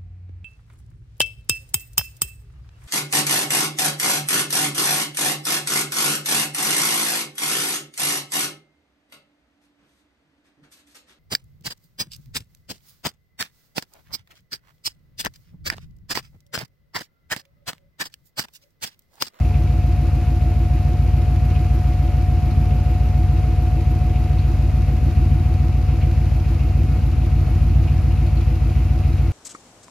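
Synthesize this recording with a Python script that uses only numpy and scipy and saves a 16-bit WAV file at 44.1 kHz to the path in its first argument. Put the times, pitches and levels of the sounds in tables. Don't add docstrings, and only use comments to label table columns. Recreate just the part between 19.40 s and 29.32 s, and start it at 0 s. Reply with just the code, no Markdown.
import sys
import numpy as np
from scipy import signal
from scipy.fft import rfft, irfft, next_fast_len
from scipy.io import wavfile
from scipy.ndimage import map_coordinates

SR = 44100
rng = np.random.default_rng(int(sys.argv[2]) if len(sys.argv) > 2 else 0)


def pcm_store(signal):
    levels = np.round(np.clip(np.atleast_2d(signal), -1, 1) * 32767)
    wavfile.write(sys.argv[1], SR, levels.astype(np.int16).T)


N = 437472
TIME_S = np.arange(N) / SR

# (frequency [Hz], density [dB/Hz])
AIR = [(15, -28), (28, -15), (45, 0), (90, -2), (200, -17), (600, -45), (2000, -90)]
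# (frequency [Hz], correlation [-1 to 1])
STEREO_LIKENESS = [(100, .95), (600, .88), (1100, .4), (1500, .4), (2300, .87), (3300, .65), (4300, .25),
                   (6500, .2), (8400, .65), (10000, .7), (12500, .55), (14000, .4)]
# (frequency [Hz], left minus right [dB])
STEREO_LEAN = [(80, 0), (160, 1), (300, 1.7), (700, 0), (1400, -1), (2000, 1.5), (2700, .5), (4000, 3.3),
               (6000, 1.5), (8000, 0)]
# (frequency [Hz], phase [rad])
LEFT_LEAD = [(100, 0), (280, .3), (780, .25), (1900, -.1), (3270, .4), (4300, 0), (6400, -.8), (8500, -3.1),
             (11100, -6), (12600, -6.5), (14300, -8)]
# (time [s], level [dB])
CREAKS = [(3.105, -49), (4.982, -48), (8.86, -52), (8.965, -50)]
# (frequency [Hz], density [dB/Hz])
HINGE_RING = [(3000, -35), (3900, -8), (4300, 0), (4600, -8), (5500, -30), (9000, -55)]
# (time [s], level [dB])
SCRAPES = [(2.098, -47), (2.144, -42), (3.492, -49), (3.958, -47), (5.755, -48), (7.81, -49),
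           (8.705, -47.5)]
# (frequency [Hz], density [dB/Hz])
FRAME_RING = [(1200, -22), (2100, -6), (2550, 0), (2900, -3), (3400, -12), (4400, -15), (7000, -30),
              (12000, -60)]
# (place in engine cycle [0-1], level [dB])
CHAFES = [(.3, -4), (.6, -4), (.955, 0)]
# (time [s], level [dB])
BITES = [(.13, -43), (.265, -47), (.853, -48.5), (1.003, -48), (3.301, -48), (4.751, -48), (5.025, -48),
         (6.036, -47), (6.32, -47), (6.608, -42.3), (7.028, -48), (7.192, -47), (8.468, -45.5),
         (9.002, -47), (9.342, -47), (9.627, -46.5), (9.772, -48)]
# (frequency [Hz], density [dB/Hz])
RASP_RING = [(1200, -26), (2000, -8), (2350, -1), (2650, 0), (2950, -5), (3400, -12), (4400, -17),
             (7000, -30), (12000, -60)]
# (frequency [Hz], density [dB/Hz])
FAN = [(100, -10), (500, 2), (690, 5), (820, 0), (900, 4.5), (945, 0), (1080, 5.5), (1400, 2), (1750, -.6),
       (2100, -.3), (2650, -3.2), (3050, -7.1), (3450, -10.3), (3700, -9.2), (3850, -5.8), (4050, -8.6),
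       (4450, -6.8), (5300, -10.8), (6000, -10), (7400, -13.8), (8400, -19), (10200, -13.8), (12500, -16),
       (14500, -21.5)]
# (place in engine cycle [0-1], level [dB])
TAPPETS = [(.01, -7), (.24, -3), (.39, -7), (.53, -5), (.61, 0), (.72, -6), (.88, -5)]
# (frequency [Hz], density [dB/Hz])
CLICK = [(500, -12), (1200, -2), (4400, 0), (6500, -6), (8400, -16), (10000, -11), (14000, -22)]
# (place in engine cycle [0-1], level [dB])
RUBS = [(.195, -1.5), (.325, 0)]
# (time [s], level [dB])
SQUEAK_LEVEL = [(0, -63), (2, -60.5), (4.5, -59), (6.2, -67), (7.3, -61.5), (8.2, -68), (9.92, -66)]
# (frequency [Hz], density [dB/Hz])
SQUEAK_RING = [(11800, -35), (12250, -16), (12380, -4), (12450, -8), (12550, 0), (12680, -15), (13200, -35)]
# (frequency [Hz], level [dB])
BELT_WHINES = [(431, -60), (490, -58), (583, -63), (868, -59), (985, -64), (1026, -65), (1085, -67),
               (1815, -70), (1974, -69), (2207, -68), (3850, -72), (5010, -69.5)]
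# (time [s], frequency [Hz], level [dB])
PUMP_COURSE = [(0, 721, -39.7), (1.1, 722.3, -39.5), (2.3, 725.3, -38.3), (3.5, 727.3, -38.4),
               (4.9, 728.2, -39.7), (5.06, 733, -42.5), (5.7, 731.2, -42), (6.5, 732.5, -42.8),
               (7, 734, -45), (8.6, 736.5, -45.7), (8.9, 733, -44), (9.1, 736.8, -46), (9.92, 734, -45.2)]
# (multiple of shaft speed [-], level [dB], share of the fading followed [0-1])
PUMP_ORDERS = [(6, -18, 1), (8, -17, .5), (9, -17.5, 0), (10, -.5, 1), (20, -27, 1), (30, -26, .4)]
# (place in engine cycle [0-1], frequency [Hz], level [dB])
DRONE_ARCH = [(.05, 222, -3), (.24, 250, -1), (.34, 298, -1), (.44, 333, 1.2), (.56, 341, -1.3),
              (.75, 333, -1.7), (.87, 295, -7), (.97, 250, -13)]
# (time [s], firing rate [1/s])
IDLE_SPEED = [(0.0, 55.23), (1.23, 55.51), (1.89, 56.39), (2.5, 55.35), (4.68, 55.65), (5.1, 54.93),
              (5.73, 55.35), (5.91, 56.13), (7.33, 55.34), (7.47, 56.9), (7.96, 54.71), (8.5, 56.58),
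              (9.02, 55.04), (9.92, 56.05)]
# (puff offset from even spacing [s], size [dB])
CYLINDERS = [(0.0063, 5.1), (0.004, -0.5), (0.006, 1.9), (0.0053, 3), (0.0011, -6), (0.0059, 3.1),
             (-0.003, -8.1), (0.0094, 1.4)]
# (time [s], 1/e half length [s], swell [dB])
STUMBLES = [(3.15, .2, .1), (5.75, .33, .3), (7.6, .2, .1), (8.4, .3, .1)]
# (time [s], size [dB])
POPS = [(.58, -6), (3.088, -5), (5.822, -2), (6.23, -6), (7.561, 0), (7.99, -4), (8.213, -3), (8.326, -4)]
# (frequency [Hz], gain [dB])
PIPE = [(22, -38), (40, -12.9), (55, 5.4), (68, 2.2), (80, 5.6), (92, 9.6), (122, -13.5), (135, -1.6),
        (146, 2.6), (158, -16), (200, -23), (220, -13), (245, -19.5), (310, -30), (600, -55), (2000, -110)]
# (place in engine cycle [0-1], level [dB])
SHELL_KNOCKS = [(.19, -3), (.335, -2.5), (.42, 0), (.545, -5), (.65, -5), (.775, -9)]
# (frequency [Hz], gain [dB])
SHELL = [(150, -30), (225, 0), (280, 0), (305, -2), (337, -3), (365, -7), (405, -16), (700, -45),
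         (2000, -110)]
# (frequency [Hz], density [dB/Hz])
GAS = [(150, -33), (250, -8.5), (370, 1.5), (405, -3.5), (433, 1), (462, -2.5), (490, 4.5), (545, -5),
       (585, 0), (615, -3), (700, -0.5), (950, -7), (1500, -55), (5000, -80)]
# (frequency [Hz], density [dB/Hz])
RUMBLE = [(35, -14), (50, 0), (85, 0), (135, -7), (175, -9), (270, -13), (450, -38), (1500, -80)]

SCATTER_DB, STUMBLE_SCATTER_DB = .45, .5
GAS_GROWTH_POWER = .15
TOP_HZ = 14600


def amp(db):
    return 10 ** (np.asarray(db) / 20)


def unit(x):
    return x / np.sqrt(np.mean(x ** 2) + 1e-20)


def along(points, hz):
    point_hz, value = np.transpose(points)
    return np.interp(np.log(hz + 1), np.log(point_hz + 1), value)


def curves(rows):
    s, *columns = np.transpose(rows)
    return [np.interp(TIME_S, s, column) for column in columns]


def wobble(rate_hz):
    knots = rng.standard_normal(int(N * rate_hz / SR) + 4)
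    return map_coordinates(knots, [TIME_S * rate_hz])


def filtered(x, response):
    size = next_fast_len(N + SR // 2)
    hz = np.fft.rfftfreq(size, 1 / SR)
    return irfft(rfft(x, size) * response(hz), size)[..., :N]


def ring(points, size=32768):
    gain = amp(along(points, np.fft.rfftfreq(size, 1 / SR)))
    cepstrum = irfft(np.log(gain))
    cepstrum[1:size // 2] *= 2
    cepstrum[size // 2 + 1:] = 0
    return irfft(np.exp(rfft(cepstrum)))


def rush(spectrum):
    def mid_side_gain(hz):
        turn_rad = np.arccos(np.clip(along(STEREO_LIKENESS, hz), -1, 1)) / 2
        return amp(along(spectrum, hz)) * [np.cos(turn_rad), np.sin(turn_rad)]

    mid, side = filtered(rng.standard_normal((2, N)), mid_side_gain)
    return unit(np.array([mid + side, mid - side]))


def strikes(times_s, sizes):
    inside = (times_s >= 0) & (times_s < N / SR)
    return np.bincount((times_s[inside] * SR).astype(int), sizes[inside], N)


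def bursts(impulses, rise_s):
    u = TIME_S[:SR // 2] / rise_s
    return signal.fftconvolve(impulses, u * np.exp(1 - u))[:N]


def each_cycle(cycle, places, scatter_db):
    place, db = np.transpose(places)
    turns = np.arange(int(cycle[-1]) + 1)[:, None] + place
    scatter = np.clip(rng.standard_normal(turns.shape), -2, 2)
    sizes = amp(db + scatter_db * scatter)
    times_s = np.interp(turns, cycle, TIME_S, right=-1)
    return strikes(times_s.ravel(), sizes.ravel())


def tone(hz):
    return np.sqrt(2) * np.sin(2 * np.pi * (np.cumsum(hz) / SR + rng.random()))


def outdoor_rumble(air_db=-32):
    return amp(air_db) * rush(AIR)


def surroundings(x, t60_s=.25):
    t_s = TIME_S[:SR // 3]
    tail = rng.standard_normal(len(t_s)) * amp(-60 * t_s / t60_s)
    answer = signal.fftconvolve(x.mean(0), tail / np.linalg.norm(tail))[:N]
    return np.array([answer, -answer])


def roof_hinges(rise_s=.008):
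    s, db = np.transpose(CREAKS)
    return bursts(strikes(s, amp(db)), rise_s) * rush(HINGE_RING)


def roof_frame(creep_db=-55.5, uneven_db=2.6, rise_s=.011):
    s, db = np.transpose(SCRAPES)
    creep = amp(creep_db + uneven_db * wobble(24))
    catches = bursts(strikes(s, amp(db)), rise_s)
    return np.hypot(creep, catches) * rush(FRAME_RING)


def loose_part(cycle, rasp_db=-51, grain_db=2.2):
    s, db = np.transpose(BITES)
    chafing = amp(rasp_db) * bursts(each_cycle(cycle, CHAFES, scatter_db=2), rise_s=.007)
    biting = bursts(strikes(s, amp(db)), rise_s=.013)
    grain = unit(amp(grain_db * wobble(300)))
    return np.hypot(chafing, biting) * grain * rush(RASP_RING)


def bonnet(x, share=.3, t60_s=.06):
    t_s = TIME_S[:SR // 25]
    tail = rng.standard_normal(len(t_s)) * amp(-60 * t_s / t60_s)
    echoes = signal.fftconvolve(x, tail[None] / np.linalg.norm(tail), axes=1)[:, :N]
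    return unit(x + share * echoes)


def belt_whine(hz, db):
    level_db = db + 1.8 * wobble(6) + 1.2 * wobble(1.5)
    return amp(level_db) * tone(hz * (1 + .0008 * wobble(25)))


def engine_bay(cycle, fan_db=-44, tappet_db=-57.7):
    fan_level_db = fan_db + .3 * wobble(7) + .45 * wobble(70)
    fan = amp(fan_level_db) * bonnet(rush(FAN))
    ticks = unit(bursts(each_cycle(cycle, TAPPETS, scatter_db=1.5), rise_s=.0025))
    ticks = amp(tappet_db) * ticks * rush(CLICK)
    rubs = bursts(each_cycle(cycle, RUBS, scatter_db=2.3), rise_s=.006)
    squeak = amp(curves(SQUEAK_LEVEL)[0]) * rubs * rush(SQUEAK_RING)
    whines = sum(belt_whine(hz, db) for hz, db in BELT_WHINES)
    return fan + ticks + squeak + whines


def roof_pump(pump_db=.8, flutter=.001, slack_flutter=.0015, slack_rough_db=1.1):
    tenth_hz, db = curves(PUMP_COURSE)
    eased_db = db.max() - db
    slack = eased_db / np.ptp(db)
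    shaft_hz = tenth_hz / 10 * (1 + flutter * wobble(22) + slack_flutter * slack * wobble(50))
    orders = 0
    for order, level_db, follows in PUMP_ORDERS:
        uneven_db = .8 if order == 10 else 2.5
        order_db = level_db - follows * eased_db + uneven_db * wobble(13)
        orders = orders + amp(order_db) * tone(round(order) * shaft_hz)
    return amp(db.max() + pump_db + slack_rough_db * slack * wobble(40)) * orders


def shell_drone(cycle, drone_db=-38.6, rough_db=1.8, jitter_rad=.45, drift_cycles=.018):
    place, hz, db = np.transpose(DRONE_ARCH)
    course = cycle + drift_cycles * wobble(7)
    turns = np.cumsum(np.interp(course, place, hz, period=1)) / SR
    turns = turns - np.interp(np.floor(cycle), cycle, turns)
    level_db = np.interp(course, place, db, period=1) + rough_db * wobble(45)
    fade = np.minimum(1, np.abs(np.sin(np.pi * cycle)) / .2) ** 2
    drone = np.sin(2 * np.pi * turns + jitter_rad * wobble(25))
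    return amp(drone_db) * unit(fade * amp(level_db) * drone)


def exhaust(cycle, pipe_db=-15.4, knock_db=-44.7, gas_db=-44, slip_s_per_db=.0005, rumble_db=-29.5,
            steady_share=.42):
    s, half_length_s, swell_db = np.transpose(STUMBLES)
    stumbling = np.exp(-((TIME_S[:, None] - s) / half_length_s) ** 2)
    stumble = stumbling.sum(1)
    scatter_db = SCATTER_DB + STUMBLE_SCATTER_DB * stumble

    delay_s, db = np.transpose(CYLINDERS)
    firing = np.arange(int(cycle[-1] * len(db)))
    which = firing % len(db)
    times_s = np.interp(firing / len(db), cycle, TIME_S) + delay_s[which]
    spread_db = np.interp(times_s, TIME_S, scatter_db)
    late_db, strong_db = rng.standard_normal((len(firing), 2)).T * spread_db
    puffs = strikes(times_s + slip_s_per_db * late_db, amp(db[which] + strong_db))
    pop_s, pop_db = np.transpose(POPS)
    pops = strikes(pop_s, amp(pop_db))

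    burble = signal.fftconvolve(puffs + pops, ring(PIPE))[:N]
    burble = amp(pipe_db + stumbling @ swell_db) * unit(burble)
    throb = signal.fftconvolve(each_cycle(cycle, SHELL_KNOCKS, scatter_db=1.1), ring(SHELL))[:N]
    throb = amp(knock_db) * unit(throb)
    gas = amp(gas_db) * unit(bursts(puffs ** GAS_GROWTH_POWER, rise_s=.006)) * rush(GAS)
    rumble = amp(rumble_db) * (steady_share + stumble) * rush(RUMBLE)
    return burble + throb + gas + rumble


def scene(scatter_db=-20):
    cycle = np.cumsum(curves(IDLE_SPEED)[0]) / SR / len(CYLINDERS)
    roof = roof_hinges() + roof_frame() + roof_pump()
    engine = loose_part(cycle) + engine_bay(cycle) + shell_drone(cycle) + exhaust(cycle)
    car = roof + engine
    heard = outdoor_rumble() + amp(scatter_db) * surroundings(car) + car
    sides = np.array([[.5], [-.5]])

    def microphones(hz):
        return amp(sides * along(STEREO_LEAN, hz)) * np.exp(1j * sides * along(LEFT_LEAD, hz))

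    return filtered(heard, microphones)


def record(dry):
    return filtered(dry, lambda hz: hz < TOP_HZ)


dry = scene()
out = record(dry)
pcm_store(out)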